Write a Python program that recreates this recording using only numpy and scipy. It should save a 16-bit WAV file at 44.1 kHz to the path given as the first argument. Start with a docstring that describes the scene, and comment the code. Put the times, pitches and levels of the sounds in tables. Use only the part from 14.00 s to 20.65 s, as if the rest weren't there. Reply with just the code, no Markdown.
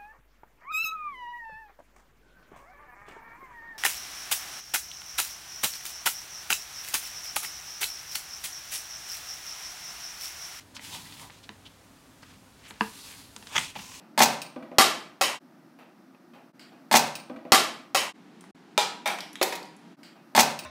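"""A small ball is thrown at a mini hoop on a living-room door: it slaps the plastic board, the sprung rim rattles,
the door knocks in its frame, and the ball drops and bounces. This one shot is laid down three times with quick fades;
the first starts partway in and the last is cut short. Between the last two, the ball bounces over a laminate floor to
a wooden sill. Each blow is a crack, a burst of fading noise, often ringing tones, and echoes from the room.
Soft rustles, light clicks and a faint swell of noise are heard too, over a wavering ventilation hum of coloured noise."""
import sys
import numpy as np
from scipy import signal
from scipy.fft import rfft, irfft
from scipy.io import wavfile
from scipy.ndimage import uniform_filter1d

SR = 44100
rng = np.random.default_rng(int(sys.argv[2]) if len(sys.argv) > 2 else 0)


def wav_out(sig):
    """Save sig, one row per channel (or a flat mono array), as 16-bit PCM at SR to the path in sys.argv[1]."""
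    wavfile.write(sys.argv[1], SR, np.round(np.clip(np.atleast_2d(sig).T, -1, 1) * 32767).astype(np.int16))


N = 293265
TIME = np.arange(N) / SR
AGE = TIME[:2 ** 15]   # seconds since a blow
BINS_HZ = np.fft.rfftfreq(2 ** 12, 1 / SR)   # frequencies at which a colour is worked out
SHOT_START_S, SHOT_END_S = 2.527, 4.129   # where the shot sits before it is copied

# In every "tone" table only the shape of the spectrum counts: its overall power is evened out later.
# In every "modes" table the strength is relative to the blow, before the ring_db and a little chance are added.

# When the copies of the shot play. Each entry: shift in seconds.
REPLAY_SHIFTS_S = [-2.7361, 0, 3.43674]

# Colour of the background in the living room. Each row: frequency in Hz, relative strength in dB.
ROOM_HUM_TONE = [(24, -84.5), (40, -56.5), (106, -26.5), (146, -9.5), (266, -2), (350, -6), (417, -21.5),
                 (621, -15.5), (949, -19.5), (1080, -23), (1190, -18.5), (3140, -35), (5580, -35),
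                 (6980, -42.5), (15500, -43)]
# Colour of the background by the sill. Each row: frequency in Hz, relative strength in dB.
SILL_HUM_TONE = [(24, -70), (40, -44), (114, -28), (179, -3), (241, -8.5), (294, -6.5), (577, -26.5),
                 (637, -20.5), (817, -19.5), (1280, -25.5), (1680, -25.5), (4800, -36), (15500, -54.5)]


def ventilation(room_db=-54, sill_db=-51.5, wander_db=1, wander_per_s=6.5):
    """Moving air makes a low hum that swells and sags at random; it is a little louder by the sill."""
    knots = np.arange(0, TIME[-1] + 1, 1 / wander_per_s)
    wander = np.interp(TIME, knots, rng.standard_normal(len(knots)))
    room = from_db(room_db) * steady_noise(ROOM_HUM_TONE)
    sill = from_db(sill_db) * steady_noise(SILL_HUM_TONE)
    by_sill = (TIME > SHOT_END_S) & (TIME < SHOT_START_S + REPLAY_SHIFTS_S[-1])
    return from_db(wander_db * wander) * np.where(by_sill, sill, room)


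# The ball leaving the fingers. Each row: start in seconds, level in dB, brightness in dB per octave,
# time to die by 60 dB in seconds, room level in dB.
RELEASE = [(2.595, -46, .3, 0.045, -1.8)]
# Colour of the fingers on the ball. Each row: frequency in Hz, relative strength in dB.
RELEASE_TONE = [(400, -21), (1500, -2), (2500, -1), (3100, 0), (3800, -6), (4700, 2.5), (6200, -17),
                (7800, -11), (11000, -21), (15500, -19.5)]


def ball_release():
    """Fingers brush the ball: a short noise with hardly any crack."""
    return blows(RELEASE, RELEASE_TONE, crack_db=-15, echo_db=-3)


# Soft rustles, and last a long faint swell of background noise. Each row: start in seconds, level in dB,
# brightness in dB per octave, time to die by 60 dB in seconds, room level in dB.
RUSTLES = [(1.788, -49, 0.3, 0.094, 0.5), (2.147, -49, -2.4, 0.033, -19), (2.335, -50.5, 0.069, 0.061, 1.5),
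           (2.720, -57, -1.7, 0.26, 3)]
# Colour of both. Each row: frequency in Hz, relative strength in dB.
RUSTLE_TONE = [(50, -36), (200, -7), (700, 8.5), (1500, -1), (2500, -2), (4500, -14), (7000, -24),
               (15000, -23)]


def rustles_and_swell():
    """Soft rustles and one long faint swell: bursts of noise with hardly any crack."""
    return blows(RUSTLES, RUSTLE_TONE, crack_db=-10, echo_db=9)


# The ball on the board. Each row: start in seconds, level in dB, brightness in dB per octave,
# time to die by 60 dB in seconds, room level in dB.
BOARD_HITS = [(2.9132, -16.5, 0, 0.078, -12.5), (2.926, -16, 4, 0.056, -6.5),
              (2.940, -8, -1.53, 0.038, -10.5)]
# Colour of the plastic board. Each row: frequency in Hz, relative strength in dB.
BOARD_TONE = [(50, -46), (100, -25.5), (160, -10.5), (380, -14.5), (570, -3), (920, -0.5), (1390, -9.5),
              (1690, -6), (1900, -11), (2480, -7), (3080, -17), (3600, -9.5), (6700, -18.5), (14500, -30)]
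# Ringing tones of the hoop. Each row: frequency in Hz, strength in dB, time to die by 60 dB in seconds.
HOOP_MODES = [(165, -20, .3), (231, -15, .45), (686, -14, .4), (760, -17, .3), (843, -13, .32),
              (932, -12, .3), (1007, -15, .25), (1091, -16, .3), (1394, -21, .25), (2489, -16, .33),
              (3432, -19, .28), (4377, -19, .18), (5389, -21, .16), (6240, -20, .17), (8900, -22, .15)]


def board():
    """The ball slaps the plastic board and sets the hoop ringing."""
    return blows(BOARD_HITS, BOARD_TONE, HOOP_MODES, crack_db=3.5, echo_db=6.5, ring_db=-1.5)


# The rim chattering on its spring. Each row: start in seconds, level in dB, brightness in dB per octave.
RIM_RATTLES = [(2.953, -11.5, -2.2), (2.959, -11.5, -1.1), (2.968, -12, 1.15), (2.993, -23.5, 1.2)]
# Colour of the rim. Each row: frequency in Hz, relative strength in dB.
RIM_TONE = [(180, -43), (300, -14), (492, -13), (821, 3), (1280, -12), (2520, -5), (3230, -9), (5300, -3.5),
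            (11000, -13.5), (14300, -16), (15500, -14)]


def rim():
    """The rim chatters on its spring in a quick run of knocks."""
    rows = alike(RIM_RATTLES, body_t60=.052, room_db=-16.5)
    return blows(rows, RIM_TONE, crack_db=11.5, echo_db=16)


# The rim settling back. Each row: start in seconds, level in dB, brightness in dB per octave.
SPRING_TICKS = [(3.070, -36, 0.2), (3.154, -31, 0.4), (3.166, -42, .3), (3.200, -46.5, -0.4)]
# Colour of the spring. Each row: frequency in Hz, relative strength in dB.
SPRING_TONE = [(300, -32.5), (1800, -21.5), (2500, 8.5), (3600, -0.5), (5000, 4.5), (7200, -9), (9000, 2.5),
               (11500, -20.5), (14800, -6.5)]


def spring():
    """The spring ticks thinly as the rim settles back."""
    rows = alike(SPRING_TICKS, body_t60=0.049, room_db=-13)
    return blows(rows, SPRING_TONE, crack_db=12, echo_db=6)


# The door against its latch. 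Each row: start in seconds, level in dB, brightness in dB per octave.
DOOR_KNOCKS = [(3.2975, -32.5, -.5), (3.362, -38, 1.9), (3.451, -35, -.3)]
# Colour of the door. Each row: frequency in Hz, relative strength in dB.
DOOR_TONE = [(60, -47), (120, -20), (225, 0), (380, -5), (440, -18.5), (590, 0), (800, -10.5), (1150, -12),
             (1600, -20.5), (2500, -23), (4000, -34.5), (9000, -55)]
# Ringing tones of the door. Each row: frequency in Hz, strength in dB, time to die by 60 dB in seconds.
DOOR_MODES = [(245, -6.5, 0.37), (505, -14, 0.31), (592, -11, .2), (790, -14, 0.16), (1201, -21.5, .15)]


def door():
    """The door rocks against its latch and rings low and briefly."""
    rows = alike(DOOR_KNOCKS, body_t60=.055, room_db=-8)
    return blows(rows, DOOR_TONE, DOOR_MODES, crack_db=11.5, echo_db=8.0, ring_db=5.5)


# The ball landing at the foot of the door. Each row: start in seconds, level in dB,
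# brightness in dB per octave, time to die by 60 dB in seconds, room level in dB.
LANDINGS = [(3.5205, -5.5, -.5, 0.029, -8.5), (3.531, -13, 0.15, .07, -8.5), (3.547, -16, 0.53, 0.12, -5.5)]
# Colour of the landing. Each row: frequency in Hz, relative strength in dB.
LANDING_TONE = [(41, -65.5), (70, -34.5), (254, -12.5), (511, -10.5), (560, -9.5), (641, -3.5), (899, -6),
                (1130, -2), (1690, -9), (2540, -6.5), (3490, -8), (5480, -7), (6420, -12), (13800, -18),
                (15500, -33.5)]
# Ringing tones of the landing. Each row: frequency in Hz, strength in dB, time to die by 60 dB in seconds.
LANDING_MODES = [(205, -24, .3), (260, -18, .3), (350, -22, .35), (635, -19, .33), (767, -12, .25),
                 (1104, -15, .3), (1161, -14, .35), (1199, -16, .35), (1377, -16, .35), (2543, -19, .2),
                 (3250, -22, .24), (4380, -19, .18), (5321, -17, .24)]


def landing():
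    """The ball lands with a clatter at the foot of the door."""
    return blows(LANDINGS, LANDING_TONE, LANDING_MODES, crack_db=17, echo_db=8.0, ring_db=0.5)


# The next bounce. Each row: start in seconds, level in dB, brightness in dB per octave,
# time to die by 60 dB in seconds, room level in dB.
REBOUNDS = [(3.9472, -18, -0.44, 0.031, -0.094)]
# Colour of the rebound. Each row: frequency in Hz, relative strength in dB.
REBOUND_TONE = [(41, -34), (70, -29.5), (224, -17.5), (366, -8), (447, -8.5), (489, -12), (547, -4.5),
                (800, -8), (935, -2), (1460, -8), (2560, -3.5), (3120, -6), (5220, -7.5), (14600, -18.5)]
# Ringing tones of the rebound. Each row: frequency in Hz, strength in dB, time to die by 60 dB in seconds.
REBOUND_MODES = [(548, -8.5, 0.25), (775, -2, 0.083), (1133, -13, 0.24), (1327, -9, 0.12),
                 (2600, -15.5, 0.38)]


def rebound():
    """The dropped ball bounces once more."""
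    return blows(REBOUNDS, REBOUND_TONE, REBOUND_MODES, crack_db=9, echo_db=18, ring_db=3.0)


# Light clicks. Each row: start in seconds, level in dB, pitch in Hz.
CLICKS = [(4.409, -48, 9000), (4.44, -46.5, 1960), (5.076, -28.5, 8650), (5.187, -30.5, 3040),
          (5.206, -30.5, 4980), (5.356, -33, 3450), (5.629, -40, 4500)]
# Colour of one click. Each row: multiple of its pitch, relative strength in dB.
CLICK_SHAPE = [(.05, -40), (.3, -14), (.6, -7.5), (0.849, -9), (1.1, -2.5), (1.3, -21), (2.0, -18),
               (5.0, -38.5)]


def clicks():
    """Small hard things click, each with its noise gathered around one pitch."""
    out = np.zeros(N)
    for s, db, hz in CLICKS + faint_ticks():
        tone = np.array(CLICK_SHAPE) * [hz, 1]
        rows = alike([(s, db, 0)], body_t60=0.025, room_db=-11.5)
        out += blows(rows, tone, crack_db=15, echo_db=4)
    return out


# The loose ball on the laminate, squarely and then glancingly. 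Each row: start in seconds, level in dB,
# brightness in dB per octave, time to die by 60 dB in seconds, room level in dB.
FLOOR_BOUNCES = [(4.778, -15, 0.14, 0.025, -5), (5.058, -23, .3, 0.083, -0.5)]
# Colour of the square bounce. Each row: frequency in Hz, relative strength in dB.
SMACK_TONE = [(47, -63.5), (80, -38), (233, -17), (271, -30), (410, -7.5), (707, -8), (841, -1),
              (1050, -12), (1140, -10), (1390, -9.5), (2100, -13), (2340, -10), (2560, -9.5), (4220, -7.5),
              (14600, -29)]
# Colour of the glancing bounce. Each row: frequency in Hz, relative strength in dB.
SKIP_TONE = [(120, -57), (200, -15), (362, -10.5), (473, -15), (556, -10.5), (742, 0.5), (1390, -8.5),
             (2430, -7), (3010, -16), (3470, -11.5), (6060, -18.5), (6750, -25.5), (14600, -25.5)]
# Ringing tones of both bounces. Each row: frequency in Hz, strength in dB, time to die by 60 dB in seconds.
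BALL_MODES = [(418, -12, 0.12), (545, -8.5, 0.1), (631, -7, 0.17), (824, -4.5, 0.33), (967, -9, 0.5),
              (1055, -17, 0.24), (2240, -24, 0.45), (2363, -16, 0.51), (3660, -8, 0.2)]


def floor_bounces():
    """The ball smacks the laminate squarely, then glancingly with a weaker crack."""
    square, glancing = FLOOR_BOUNCES
    smack = blows([square], SMACK_TONE, BALL_MODES, crack_db=24, echo_db=11, ring_db=-0.5)
    skip = blows([glancing], SKIP_TONE, BALL_MODES, crack_db=15, echo_db=10, ring_db=-0.5)
    return smack + skip


def faint_ticks(count=5, first_s=5.28, last_s=5.80, pitch_hz=7940, spread_octaves=0.66):
    """Ticks fall at random, ever weaker, while the loose ball runs out: start in s, level in dB, pitch in Hz."""
    place, pitch = rng.random((count, 2)).T
    after = (last_s - first_s) * (np.arange(count) + place) / count   # one tick in each equal slice of time
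    levels_db = -44 - 22 * after   # falls by 22 dB per second
    pitches_hz = pitch_hz * 2 ** (spread_octaves * (2 * pitch - 1))
    return list(zip(first_s + after, levels_db, pitches_hz))


# The ball on the wooden sill. Each row: start in seconds, level in dB, brightness in dB per octave,
# time to die by 60 dB in seconds, room level in dB.
SILL_HITS = [(5.414, -16.5, -0.5, 0.066, -9.5), (5.428, -15, 6, 0.04, -12.5),
             (5.524, -27.5, 0.5, 0.096, -7.5), (5.554, -33, 4.5, 0.053, -15)]
# Colour of the sill. Each row: frequency in Hz, relative strength in dB.
SILL_TONE = [(60, -47), (150, -31), (290, -5), (350, 1), (480, 0), (570, -1), (650, -4.5), (950, 0),
             (1300, -8.5), (2200, -6.5), (3000, -14), (3750, -11.5), (7000, -21.5), (14600, -30)]
# Ringing tones of the sill. Each row: frequency in Hz, strength in dB, time to die by 60 dB in seconds.
SILL_MODES = [(373.6, -4.5, 0.18), (400, -28, 0.5), (542, -12, 0.32), (567, -23, 0.36), (760, -11, 0.64),
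              (950, -18.5, 0.96), (2460, -22, 0.75), (3680, -16, 0.17)]


def sill():
    """The ball thumps the wooden sill, which rings on faintly."""
    return blows(SILL_HITS, SILL_TONE, SILL_MODES, crack_db=10.0, echo_db=0, ring_db=-5.0)


def blows(rows, tone, modes=(), crack_db=10, echo_db=5, ring_db=0):
    """Each sound is a crack, a short dense buzz of the body, any ringing modes and the room's answer."""
    out = np.zeros(N + len(AGE))
    # the minor resonances set in gradually around 710 Hz
    ripple_db = 3 * fine_resonances() * BINS_HZ / (BINS_HZ + 710)
    for s, db, brightness, body_t60, room_db in rows:
        contact = rng.standard_normal(len(AGE)) * dying(body_t60)
        contact[0] += from_db(crack_db)
        room = from_db(room_db) * (room_tail() + from_db(echo_db) * first_echoes())
        response = colour(tone, brightness, ripple_db)
        sound = signal.fftconvolve(contact + room, response)[:len(AGE)]
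        for hz, mode_db, t60 in modes:
            # each mode's strength varies a little by chance from blow to blow
            strength = from_db(ring_db + mode_db + rng.normal(0, 1))
            sound += strength * mode(hz, t60)
        start = round(s * SR)
        out[start:start + len(AGE)] += from_db(db) * sound
    return out[:N]


def alike(rows, body_t60, room_db):
    """Blows on one object share its decay and its distance."""
    return [(*row, body_t60, room_db) for row in rows]


def mode(hz, t60, count=3, split_hz=5, swell_t60=0.012):
    """A few close partials start together and beat as they die; each tone swells in over a few milliseconds."""
    partials = hz + rng.normal(0, split_hz, (count, 1))
    phase = rng.uniform(0, 2 * np.pi)
    wave = np.cos(2 * np.pi * partials * AGE + phase).mean(axis=0)
    return wave * dying(t60) * (1 - dying(swell_t60))


def fine_resonances(size=5):
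    """Countless minor modes of a body ripple its spectrum with peaks some tens of Hz wide; spread 1."""
    smoothed = uniform_filter1d(rng.standard_normal(len(BINS_HZ)), size)
    return rms_one(uniform_filter1d(smoothed, size))


# How long the room echoes. Each row: frequency in Hz, time to die by 60 dB in seconds.
ROOM_T60 = [(150, 0.83), (400, 0.52), (1000, 0.52), (2700, 0.46), (5000, 0.39), (8000, 0.37), (15000, 0.25)]


def room_tail(build_s=0.014):
    """Dense reflections build up over a few milliseconds and die sooner in the treble."""
    white = rfft(rng.standard_normal(len(AGE)))
    hz = np.fft.rfftfreq(len(AGE), 1 / SR)
    centres, t60s = np.transpose(ROOM_T60)
    tail = np.zeros(len(AGE))
    for one, t60 in zip(np.eye(len(centres)), t60s):
        share = at_hz(np.column_stack([centres, one]), hz)   # overlapping bands that add up to 1
        tail += irfft(white * share) * dying(t60)
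    return tail * (1 - np.exp(-AGE / build_s))


def first_echoes(count=6, earliest_s=.004, latest_s=0.025):
    """Distinct slaps off the nearest walls, floor and ceiling."""
    echoes = np.zeros(len(AGE))
    places = (rng.uniform(earliest_s, latest_s, count) * SR).astype(int)
    echoes[places] = rng.uniform(.5, 1, count)
    return echoes


def steady_noise(tone):
    """Unending noise of one colour, with an rms of 1."""
    return rms_one(signal.fftconvolve(rng.standard_normal(N), colour(tone))[:N])


def colour(tone, brightness=0, ripple_db=0):
    """Causal (minimum-phase) response with the given spectrum; white noise keeps its power."""
    octaves = np.log2(np.maximum(BINS_HZ, 200) / 1000)   # tilts about 1 kHz
    gain = rms_one(from_db(at_hz(tone, BINS_HZ) + brightness * octaves + ripple_db))
    cepstrum = irfft(np.log(gain))
    # folding the cepstrum onto its first half packs the energy at the start
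    half = len(cepstrum) // 2
    cepstrum[1:half] *= 2
    cepstrum[half + 1:] = 0
    return irfft(np.exp(rfft(cepstrum)))


def at_hz(points, hz):
    """Read a table on a log-frequency axis."""
    freq, value = np.transpose(points)
    return np.interp(np.log(np.maximum(hz, 1)), np.log(freq), value)


def dying(t60):
    """Exponential decay from 1, down by 60 dB after t60 seconds."""
    return np.exp(-np.log(1000) * AGE / max(t60, 1e-3))


def from_db(db):
    """Decibels to gain."""
    return 10 ** (np.asarray(db) / 20)


def rms_one(x):
    """Scale to an rms of 1."""
    return x / np.sqrt(np.mean(x ** 2) + 1e-20)


def joins(fade_out_s=.036, fade_in_s=.026, dropout_s=4.529, silence_s=.035, edge_s=0.0034):
    """Gain that fades to silence and back at both ends of every shot, and drops out once."""
    from_middle = np.abs(TIME - dropout_s)
    gain = np.clip((from_middle - silence_s / 2) / edge_s, 0, 1)
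    for s in np.add.outer(REPLAY_SHIFTS_S, [SHOT_START_S, SHOT_END_S]).ravel():
        gain *= np.clip(np.maximum((s - TIME) / fade_out_s, (TIME - s) / fade_in_s), 0, 1)
    return gain


def scene():
    """The shot is cut out and laid down three times; the other sounds happen once."""
    in_shot = (TIME > SHOT_START_S) & (TIME < SHOT_END_S)
    hum = ventilation()
    small = ball_release() + rustles_and_swell() + clicks()
    hoop = board() + rim() + spring() + door()
    dropping_ball = landing() + rebound()
    shot = (hoop + dropping_ball + small) * in_shot
    loose_ball = floor_bounces() + sill()
    samples = np.arange(N)
    replays = sum(np.interp(samples - round(shift * SR), samples, shot) for shift in REPLAY_SHIFTS_S)
    mix = replays + loose_ball + small * ~in_shot + hum
    return (mix * joins())[None]


def record(dry, low_cut_hz=70, top_cut_hz=15550):
    """A small microphone loses the deep bass, the loudest peaks overload and the top is cut."""
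    high_pass = signal.butter(1, low_cut_hz, "high", fs=SR, output="sos")
    thin = signal.sosfilt(high_pass, dry)
    overloaded = np.clip(thin, -.8, .8)
    low_pass = signal.ellip(10, .1, 80, top_cut_hz, fs=SR, output="sos")
    return signal.sosfilt(low_pass, overloaded)


dry = scene()
out = record(dry)
wav_out(out)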